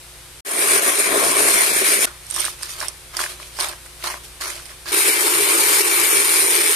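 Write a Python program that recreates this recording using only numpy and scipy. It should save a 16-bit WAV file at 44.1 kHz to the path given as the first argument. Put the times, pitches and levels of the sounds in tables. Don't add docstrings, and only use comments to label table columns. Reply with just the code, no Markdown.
import sys
import numpy as np
from scipy import signal
from scipy.fft import rfft, irfft
from scipy.io import wavfile
from scipy.ndimage import uniform_filter1d, minimum_filter1d

SR = 44100
rng = np.random.default_rng(int(sys.argv[2]) if len(sys.argv) > 2 else 0)


def makeup_ratio(level_db):
    decades = np.asarray(level_db, float) / 20
    return 10 ** decades


def unload_wav(signal):
    wavfile.write(
        sys.argv[1],
        SR,
        np.round(np.clip(np.atleast_2d(signal).T, -1, 1) * 32767).astype(np.int16),
    )


N = 297675
T = np.arange(N) / SR
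HZ = np.fft.rfftfreq(N, 1 / SR)


def evened(x):
    return x / np.sqrt(np.mean(abs(x) ** 2) + 1e-20)


def read(points, hz):
    f, value = np.transpose(points)
    return np.interp(np.log(hz + 1), np.log(f + 1), value)


def humps(modes):
    return sum(db / (1 + (2 * (HZ - f) / width) ** 2) for f, width, db in modes)


def drift(per_s):
    smooth = uniform_filter1d(rng.standard_normal(N), 64)
    return evened(signal.lfilter([1], [1, -np.exp(-2 * np.pi * per_s / SR)], smooth))


def grains(per_s, spread_db, size):
    sizes = makeup_ratio(spread_db * np.minimum(rng.exponential(1, N), 4))
    hits = sizes * (rng.random(N) < per_s / SR)
    decay = np.exp(-np.arange(6 * size) / size)
    return evened(signal.oaconvolve(hits, decay)[:N])


def ports(envelope, pair):
    # (frequency [Hz], likeness [0-1])
    likeness = [(60, .8), (500, .86), (800, .72), (1200, .58), (1900, .35), (2300, .45), (2700, .28),
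                (8000, .28), (9300, .4), (10500, .15)]
    # (frequency [Hz], width [Hz], level [dB])
    cavities = [(11200, 5900, 7.5), (8740, 1400, 15)]
    balance, lag = pair
    shared, other = rfft(envelope * rng.standard_normal((2, N)))
    same = read(likeness, HZ)
    late = np.exp(-2j * np.pi * HZ * lag / SR * (HZ < 2100))
    tilt = makeup_ratio((read(balance, HZ) + humps(cavities[:1]) - humps(cavities[1:])) / 2)
    left = shared * tilt * late
    right = (same * shared + np.sqrt(1 - same ** 2) * other) / tilt
    return irfft(np.array([left, right]) / np.sqrt((tilt ** 2 + tilt ** -2) / 2), N)


def colour(x, shape_db, rows, bands, patchy_db):
    gain = makeup_ratio(shape_db)
    hz, t, z = signal.stft(irfft(rfft(x) * gain, N), SR, nperseg=512, noverlap=256)
    patches = uniform_filter1d(rng.standard_normal(z.shape[1:]), size=6, axis=0)
    patches = evened(uniform_filter1d(patches, size=10, axis=1))
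    s, *levels = np.transpose(rows)
    share = [10 * np.log10((gain[(HZ > lo) & (HZ < hi)] ** 2).sum() / len(HZ)) for lo, hi in bands]
    wanted = np.array([np.interp(t, s, curve) - d for curve, d in zip(levels, share)])
    corners = np.log(np.ravel([(lo * 1.2, hi / 1.2) for lo, hi in bands]))
    blend = np.array([np.interp(np.log(hz + 1), corners, np.repeat(row, 2)) for row in np.eye(len(bands))])
    z = z * makeup_ratio(blend.T @ wanted + patchy_db * patches)
    return signal.istft(z, SR, nperseg=512, noverlap=256)[1][:, :N]


def between(t0, t1, fade=0.0028):
    return np.clip(np.minimum(T - t0, t1 - T) / fade, 0, 1)


def kitchen():
    # (frequency [Hz], level [dB per Hz])
    rumble = [(15, -31), (30, -20), (85, -22), (135, -28), (175, -32)]
    # (frequency [Hz], level [dB per Hz])
    hiss_shape = [(261, -35), (358, -32.5), (434, -31.5), (720, -29.5), (1890, -28), (3060, -27),
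                  (3800, -26.5), (6940, -30.5), (9270, -26.5), (14300, -35)]
    # (first shot level [dB], stirring shot level [dB])
    hiss_db = [-40.5, -40.5]
    # (frequency [Hz], waver [share], level [dB])
    fan = [(57.5, .009, -46.5), (119.4, .004, -56), (147.7, .004, -57), (221, .008, -67), (295, .008, -64),
           (357, .012, -55.5), (441, .006, -64), (525, .006, -61)]
    # (first shot level [dB], stirring shot level [dB])
    fan_db = [-3.5, -2.5]
    # ((frequency [Hz], left-right level [dB]), lag of left [samples])
    around = ([(60, 1), (500, 0.4), (5000, 0.8), (14000, 1)], 0.)
    rows = [(0, hiss_db[0]), (1, hiss_db[0]), (1.5, hiss_db[1]), (7, hiss_db[1])]
    shape = read(rumble + hiss_shape, HZ)
    hiss = colour(evened(ports(1, around)), shape, rows, [(200, 25000)], patchy_db=0.5)
    hum = 0
    for f, waver, db in fan:
        swell = makeup_ratio(db + 2.0 + 0.8 * drift(2.4))
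        phase = 2 * np.pi * np.cumsum(f * (1 + waver * drift(1.68))) / SR
        hum = hum + swell * np.sin(phase)
    return hiss + hum * makeup_ratio(np.where(T < 1, *fan_db))


def motor_levels(curve):
    # (time [s], churn [dB], load [dB])
    catches = [(.635, 1.5, -1), (.755, 1, 2), (0.808, -5.5, 0.5), (0.888, 3, 7), (.96, -1.5, 0),
               (0.998, 2.5, 5), (1.04, 0, -4), (1.09, -0.5, -2.5), (1.2, -0.5, -5), (1.335, -2.5, -3.5),
               (1.4, 1, 2), (1.66, -1.5, 0), (1.715, -2.5, 8), (1.77, 0.5, 6), (1.828, -4.5, 12.5),
               (1.935, 1, 5.5), (1.985, -3, 10), (2.05, 1, 6.5), (5.085, 1.5, 8), (5.14, -0.5, -1),
               (5.18, -3.5, 2.5), (5.52, 1, -4.5), (5.83, -2.5, -5), (6.0, 0, -2.5), (6.13, 1.5, -1.5),
               (6.23, -2, 2), (6.26, 0.5, -4), (6.485, -1.5, 1), (6.67, -0.5, 1.5), (6.75, -2, -13)]
    catch_s, spin_up_db_per_s = 0.015, 700
    growl_db, rattle_db, churn_db, hiss_db = -2.5, -1.5, 3, 6.5
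    rattle_share = 0.52
    hiss_swing, hiss_muffle = 1.56, 0.02
    t = np.arange(0, 7, .005)
    s, churn, load = np.transpose(curve)
    at, swing, press = np.transpose(catches)
    bump = np.exp(-((t[:, None] - at) / catch_s) ** 2)
    level = np.interp(t, s, churn) - spin_up_db_per_s * np.maximum(s[0] - t, 0).clip(0, .05)
    swing, load = bump @ swing, np.interp(t, s, load)
    growl = level + swing + load + np.sqrt(bump) @ press + growl_db
    rattle = level + swing + rattle_share * load + rattle_db
    hiss = level + hiss_swing * swing - hiss_muffle * load + hiss_db
    return np.transpose([t, growl, rattle, level + swing + churn_db, hiss])


def blender(rows, motor, facing, pair):
    # (time [s], speed [turns per s], throb depth [0-1])
    shaft = [(.45, 120, .15), (.8, 118, .3), (1.0, 100, .2), (2.0, 125, .1), (4.9, 158, .2),
             (5.3, 155, .25), (5.8, 151, .15), (6.05, 162, .2), (6.25, 162.6, .5), (6.42, 163, .45),
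             (6.5, 169.2, .55), (6.75, 169.8, .5)]
    # (frequency [Hz], width [Hz], level [dB])
    rings = [(348, 22, 2), (405, 22, 5), (438, 25, 3), (296, 20, 3), (578, 35, 6), (669, 25, 3),
             (1082, 45, 4.5), (2325, 30, 7.5), (2718, 45, 3), (6780, 300, 3), (5088, 60, 3), (5255, 60, 3),
             (5732, 90, 3), (7399, 30, 3)]
    # (frequency [Hz], width [Hz], level [dB])
    glass = (4110, 90, 3)
    pulse_hz = 57.7
    s, turns, depth = np.transpose(shaft)
    angle = 2 * np.pi * np.cumsum(np.interp(T, s, turns)) / SR
    throb = np.exp(1.3 * np.interp(T, s, depth) * (np.cos(angle) + .5 * np.cos(2 * angle)))
    ice = 2.0 + 0.095 * grains(280.0, 10.0, size=50)
    surge = makeup_ratio(1.18 * drift(54.0))
    whirl = evened(ports(ice * surge, pair))
    blade_band = signal.butter(2, [8300, 10400], "band", fs=SR, output="sos")
    top = signal.sosfiltfilt(blade_band, whirl)
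    whirl = whirl + top * (evened(throb) - 1)
    beat = 2 * np.pi * pulse_hz * T + 0.32 * drift(2.84)
    shake = evened(ports(np.exp(0.17 * np.cos(beat)) * surge, pair))
    torque = sum(np.cos(k * beat) * makeup_ratio(0.59 * drift(7.6)) for k in range(5, 8))
    low = signal.butter(2, 800, fs=SR, output="sos")
    drive = whirl + signal.sosfiltfilt(low, shake - whirl + 0.052 * torque)
    bands = [(250, 700), (750, 1400), (1500, 5000), (7000, 14000)]
    shape = read(motor, HZ) + humps(rings + facing + [glass])
    return colour(drive, shape, motor_levels(rows), bands, patchy_db=1.5)


def paddle_levels():
    # (bite time [s], lean-in [s], hold [s], force [dB], dryness [dB])
    pushes = [(2.068, 0.011, 0.0095, -42, -10.5), (2.387, 0.11, 0.11, -30, 2.5),
              (2.632, 0.073, 0.018, -39, 1), (2.694, 0.017, 0.046, -38.5, 4),
              (2.821, 0.088, 0.038, -35.5, -2.5), (3.143, 0.018, .02, -45, -8),
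              (3.168, .006, .005, -36, -2.5), (3.196, 0.011, 0.052, -31, -2.5),
              (3.293, .02, 0.033, -41, -1.5), (3.419, 0.052, 0.039, -46, -1.5),
              (3.57, 0.075, 0.012, -45, 1), (3.6, 0.018, 0.063, -30.5, -3), (3.682, .02, 0.053, -47, -9),
              (3.85, .01, .005, -53, -2), (4.017, 0.034, .015, -45.5, -3),
              (4.04, 0.0073, 0.094, -33.5, -6.5), (4.24, .012, 0.0086, -47, 5),
              (4.41, 0.0082, 0.12, -33.5, -2.5), (4.499, .02, 0.12, -40, -1),
              (4.651, .004, 0.014, -48.5, 2), (4.702, .03, 0.019, -48, -3.5),
              (4.863, 0.0056, .02, -40.5, -7), (4.886, .012, .05, -34.5, -2.5)]
    lean_db, sag_db_per_s, settle_db_per_s = 20, 55, 248
    slush_db, grit_db, fizz_db, fizz_share = -1.5, 5, 4, 0.26
    t = np.arange(0, 7, .002)
    bite, lean, hold, force, dryness = np.transpose(pushes)
    since = t[:, None] - bite
    lean_in = lean_db * np.minimum(since, 0) / lean
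    sag = sag_db_per_s * np.clip(since, 0, hold)
    settle = settle_db_per_s * np.maximum(since - hold, 0)
    level = force + lean_in - sag - settle
    layers = [slush_db - dryness, grit_db, fizz_db + fizz_share * dryness]
    return np.transpose([t] + [10 * np.log10((makeup_ratio(level + db) ** 2).sum(1) + 1e-9) for db in layers])


def stirring():
    # (frequency [Hz], level [dB per Hz])
    slush = [(150, -64), (250, -53), (351, -1.5), (484, -24.5), (603, -4.5), (764, -12), (1050, -4.5),
             (2630, -7.5), (7510, -7.5), (8900, -1), (14300, -11)]
    # ((frequency [Hz], left-right level [dB]), lag of left [samples])
    above = ([(200, 2), (2100, -2.5), (4000, 1), (6000, -3), (14000, -1)], 7)
    crunch = (1.2 + 0.35 * grains(600., 2.7, size=25)) * makeup_ratio(1.7 * drift(43.0))
    bands = [(500, 2000), (2500, 6500), (7000, 14000)]
    return colour(evened(ports(crunch, above)), read(slush, HZ), paddle_levels(), bands, patchy_db=1.8)


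def add(mix, at, sound):
    mix[:, at:at + sound.shape[1]] += sound


def strike(out, s, db, pan_db, rings, rise_s):
    t = np.arange(1200) / SR
    blow = sum(makeup_ratio(d - 60 * t / t60) * np.sin(2 * np.pi * f * t) for f, d, t60 in rings)
    crack = makeup_ratio(-1 - 60 * t / 0.0023) * rng.standard_normal(len(t))
    swell = np.minimum(t / rise_s, 1) ** 2
    pan = makeup_ratio([[pan_db / 2], [-pan_db / 2]])
    add(out, round(s * SR) + 20, makeup_ratio(db) * pan * (blow + crack) * swell)


def blows():
    # (time [s], level [dB], frequency [Hz], upper ring level [dB])
    ticks = [(2.0702, -33, 5260, -13), (2.266, -31, 5420, 4), (2.301, -23, 7200, 7),
             (2.309, -26.5, 5500, 17), (2.341, -21, 5760, 7), (2.3616, -14, 5440, 1), (2.397, -21, 5690, 9),
             (2.442, -21, 4470, 8), (2.451, -15, 3900, 7), (2.612, -33, 5440, -13), (2.631, -8.5, 5180, -4),
             (2.693, -25, 6440, -13), (2.803, -14, 5400, -7), (2.826, -22, 5600, 1),
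             (2.8825, -12.5, 5500, 3), (3.168, -7, 5000, -4), (3.1927, -20, 3900, 1),
             (3.21, -15, 4600, -16), (3.4281, -34, 5900, -16), (3.5688, -24, 4900, -12),
             (3.608, -8, 4360, -1.5), (4.04, -21, 5100, -3), (4.073, -11, 4360, -19),
             (4.2525, -31, 5270, -9), (3.6007, -23, 4760, 13), (4.4183, -24, 4900, -14),
             (4.501, -17, 6900, -7), (4.655, -25, 5000, -2), (4.8576, -23, 4800, -17),
             (4.8854, -24, 4600, -4), (2.346, -21, 5500, 6), (2.401, -18, 5200, 9), (2.4046, -14, 5530, 6),
             (2.417, -21, 4300, 0), (2.463, -24, 5000, 4), (2.482, -33, 5000, -2), (2.592, -35, 5300, 3),
             (3.204, -22, 6450, -4), (3.24, -28, 5000, -3), (3.587, -21, 5450, -3), (3.623, -21, 4900, 7),
             (3.631, -25, 5100, 11), (3.685, -27, 4970, 9), (3.712, -32, 4530, 5), (3.863, -37, 5000, 7),
             (4.406, -34, 5000, -1)]
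    # (time [s], level [dB], frequency [Hz])
    further_ticks = [(2.625, -22, 5000), (2.656, -24, 5440), (2.702, -24, 6000), (2.716, -26, 5500),
                     (4.061, -23, 4500), (4.087, -28, 5000), (4.101, -23, 5600), (4.411, -32, 5000),
                     (4.435, -26, 4500), (4.505, -22, 5460)]
    # (time [s], level [dB], frequency [Hz], left-right level [dB])
    knocks = [(2.327, -32, 1140, -7), (2.365, -18.5, 1190, 2), (2.481, -15, 1240, -1), (2.61, -28, 990, -7),
              (2.63, -23, 1700, -5), (2.811, -25, 1030, 0), (2.813, -17.5, 1570, 2),
              (2.826, -15, 1000, -12), (3.138, -30, 1220, -3.0), (3.191, -9.5, 1430, -5),
              (3.238, -20, 1720, 20), (3.399, -26, 1190, 7), (3.428, -26.5, 2290, -4),
              (3.566, -32, 2120, -7), (3.588, -13, 1010, -2), (3.607, -32, 1130, 1), (3.638, -15, 1080, -3),
              (3.712, -27, 1130, -4), (3.733, -24.5, 1110, 1), (3.861, -30, 1390, 1),
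              (4.005, -38, 1550, -1.0), (4.025, -28, 2090, -11), (4.041, -20, 1100, 4),
              (4.071, -30, 1020, 6), (4.141, -17.5, 1040, 8.5), (4.409, -34, 1120, -3.5),
              (4.501, -20.5, 2100, -13), (4.597, -27.5, 1390, -2.0), (4.693, -30, 2130, -7),
              (4.857, -26, 1120, 3), (2.378, -17, 1160, -6), (2.4, -28, 1500, 0), (2.428, -24, 2100, -2),
              (2.443, -16, 1490, -2), (2.463, -18, 1670, -2), (3.203, -12, 1110, 5),
              (3.261, -16.5, 1670, 3), (4.655, -34, 2110, 0), (2.834, -18, 1190, 2), (2.844, -24, 1100, 0),
              (4.087, -22, 1100, 6), (4.1, -19, 1000, 3), (4.42, -21, 1300, -2)]
    glass_t60, lump_t60 = .0045, .008
    tick_pan_db, tick_scatter_db = -12, -3.5
    out = np.zeros((2, N))
    pans_db = tick_pan_db + tick_scatter_db * rng.standard_normal(len(ticks + further_ticks))
    for (s, db, hz, top_db), pan_db in zip(ticks + [(*chip, 0) for chip in further_ticks], pans_db):
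        rings = [(hz, -2), (1.42 * hz, -10), (8900, top_db), (9500, top_db - 4.5),
                 (10900, top_db - 14), (12800, top_db - 25)]
        strike(out, s, db + 9.5, pan_db, [(f, d, glass_t60) for f, d in rings], 0.00091)
    for s, db, hz, pan_db in knocks:
        rings = [(hz, 0, lump_t60), (1.43 * hz, -4, lump_t60), (1.8 * hz, -12, lump_t60 / 2)]
        strike(out, s, db + 4.5, pan_db, rings, 0.00067)
    reflections = rng.standard_normal((2, 2000)) * (rng.random((2, 2000)) < .15)
    echo = reflections * makeup_ratio(-60 * np.arange(2000) / SR / .04)
    out = out + makeup_ratio(-17) * signal.oaconvolve(out, echo, axes=1)[:, :N]
    no_bass = signal.butter(2, 400, "high", fs=SR, output="sos")
    return signal.sosfilt(no_bass, out)


def scene():
    cuts = [
        .408,
        .448,
        2.057,
        4.916,
    ]
    # (time [s], churn [dB], load [dB])
    bursts = [
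        [(.47, -34.5, -0.5), (.58, -28.5, -0.5), (.73, -21, -2.5), (.85, -25, 0), (1.0, -26, -3.5),
         (1.13, -26, 7), (1.3, -24.5, 3), (1.53, -21.5, -2.5), (1.7, -23, -8.5)],
        [(4.92, -28, 0), (4.96, -24, -1.5), (5.1, -22.5, -7.5), (5.4, -24.5, 0.5), (5.55, -23, 0),
         (5.75, -20.5, -5.5), (5.84, -24, -1.5), (6.1, -23, -4), (6.7, -24, -4.5)],
    ]
    # (frequency [Hz], level [dB per Hz])
    motors = [
        [(15, -56), (25, -16), (97, -27.5), (239, -15), (386, -4), (503, -6.5), (833, -9.5), (1090, -5),
         (1380, -9.5), (2290, -11), (2900, -16), (4940, -16), (7760, -11.5), (9100, -6), (14300, -15)],
        [(15, -65), (25, -22), (97, -32), (123, -20), (227, -31.5), (338, -3), (407, -2), (656, -16.5),
         (903, -13.5), (1580, -15), (2290, -13), (2610, -16), (6280, -17.5), (9100, -11), (14300, -15)],
    ]
    # (frequency [Hz], width [Hz], level [dB])
    facings = [
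        [(690, 90, 4), (8950, 350, 8), (10700, 900, 4)],
        [(900, 60, 3), (8960, 200, 4), (9300, 400, 5), (9190, 130, 3.5), (2300, 60, 2)],
    ]
    # ((frequency [Hz], left-right level [dB]), lag of left [samples])
    near = [
        ([(200, 8.5), (2000, 2.5), (4000, 4.5), (7000, 1.5), (14000, 1.5)], 11.7),
        ([(200, 7.5), (2000, 3), (3000, 5), (7000, 1), (14000, 0.5)], 11.3),
    ]
    room = kitchen()
    first, second = (blender(*shot) for shot in zip(bursts, motors, facings, near))
    stir = between(cuts[2], cuts[3])
    mix = room * (between(-1, cuts[0]) + stir)
    mix = mix + first * between(cuts[1], cuts[2])
    mix = mix + (stirring() + blows()) * stir
    return mix + second * between(cuts[3], 7)


def starved(x):
    poor_hz = (3700, 4450, 4450, 5050, 5050, 6350, 6350, 7200, 13500)
    hz, t, z = signal.stft(x, SR, nperseg=2048, noverlap=1536)
    power = abs(z) ** 2
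    weak = power < .75 * uniform_filter1d(power, size=24, axis=1)
    frame = power.sum((0, 1))
    steady = frame < 4 * minimum_filter1d(frame, size=5)
    zone = ((hz > 2600) & (hz < 8000) | (hz > 11800))[:, None] & steady
    x = signal.istft(z * np.where(weak & zone, .002, 1), SR, nperseg=2048, noverlap=1536)[1][:, :N]

    hz, fine, z = signal.stft(x, SR, nperseg=1024, noverlap=768)
    loud = np.interp(fine, t, frame) > .002
    bar = np.where(loud, -2.2, -2.7) - .3 * (hz[:, None] > 8000)
    bar = bar + sum(.4 * np.exp(-((hz[:, None] - f) / 110) ** 2) for f in poor_hz)
    luck = rng.standard_normal((len(hz), len(fine) // 4 + 1))
    luck = np.repeat(luck, 4, axis=1)[:, :len(fine)]
    thin = np.repeat(luck[0::4], 4, axis=0)[:len(hz)]
    wide = np.repeat(luck[1::9], 9, axis=0)[:len(hz)]
    lost = minimum_filter1d(np.minimum(thin, wide + .45) - bar, size=5, axis=1) < 0
    zone = ((hz > 2600) & (hz < 8200) | (hz > 11800))[:, None]
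    lost &= zone & (np.interp(fine, t, steady) > .9)
    return signal.istft(z * np.where(lost, .002, 1), SR, nperseg=1024, noverlap=768)[1][:, :N]


def unbarred(x):
    # (time [s], level let through [dB])
    sharp = [
        (2.052, -38),
        (2.072, -32),
        (2.631, -33),
        (2.883, -30),
        (3.169, -14),
        (3.193, -22),
        (3.21, -28),
        (3.601, -11),
    ]
    edge = signal.firwin(1201, 14230, window=("kaiser", 9), fs=SR)
    low = signal.oaconvolve(x, edge[None], "same", axes=1)
    slip = sum(makeup_ratio(db) * np.exp(-((T - s - .001) / .002) ** 2) for s, db in sharp)
    return low + (x - low) * slip


def roll_off(x):
    return signal.sosfilt(signal.butter(12, 16900, fs=SR, output="sos"), x)


def record(dry):
    limited = .8 * np.tanh(dry / .8)
    mix = unbarred(starved(limited))
    return roll_off(mix)


dry = scene()
out = record(dry)
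unload_wav(out)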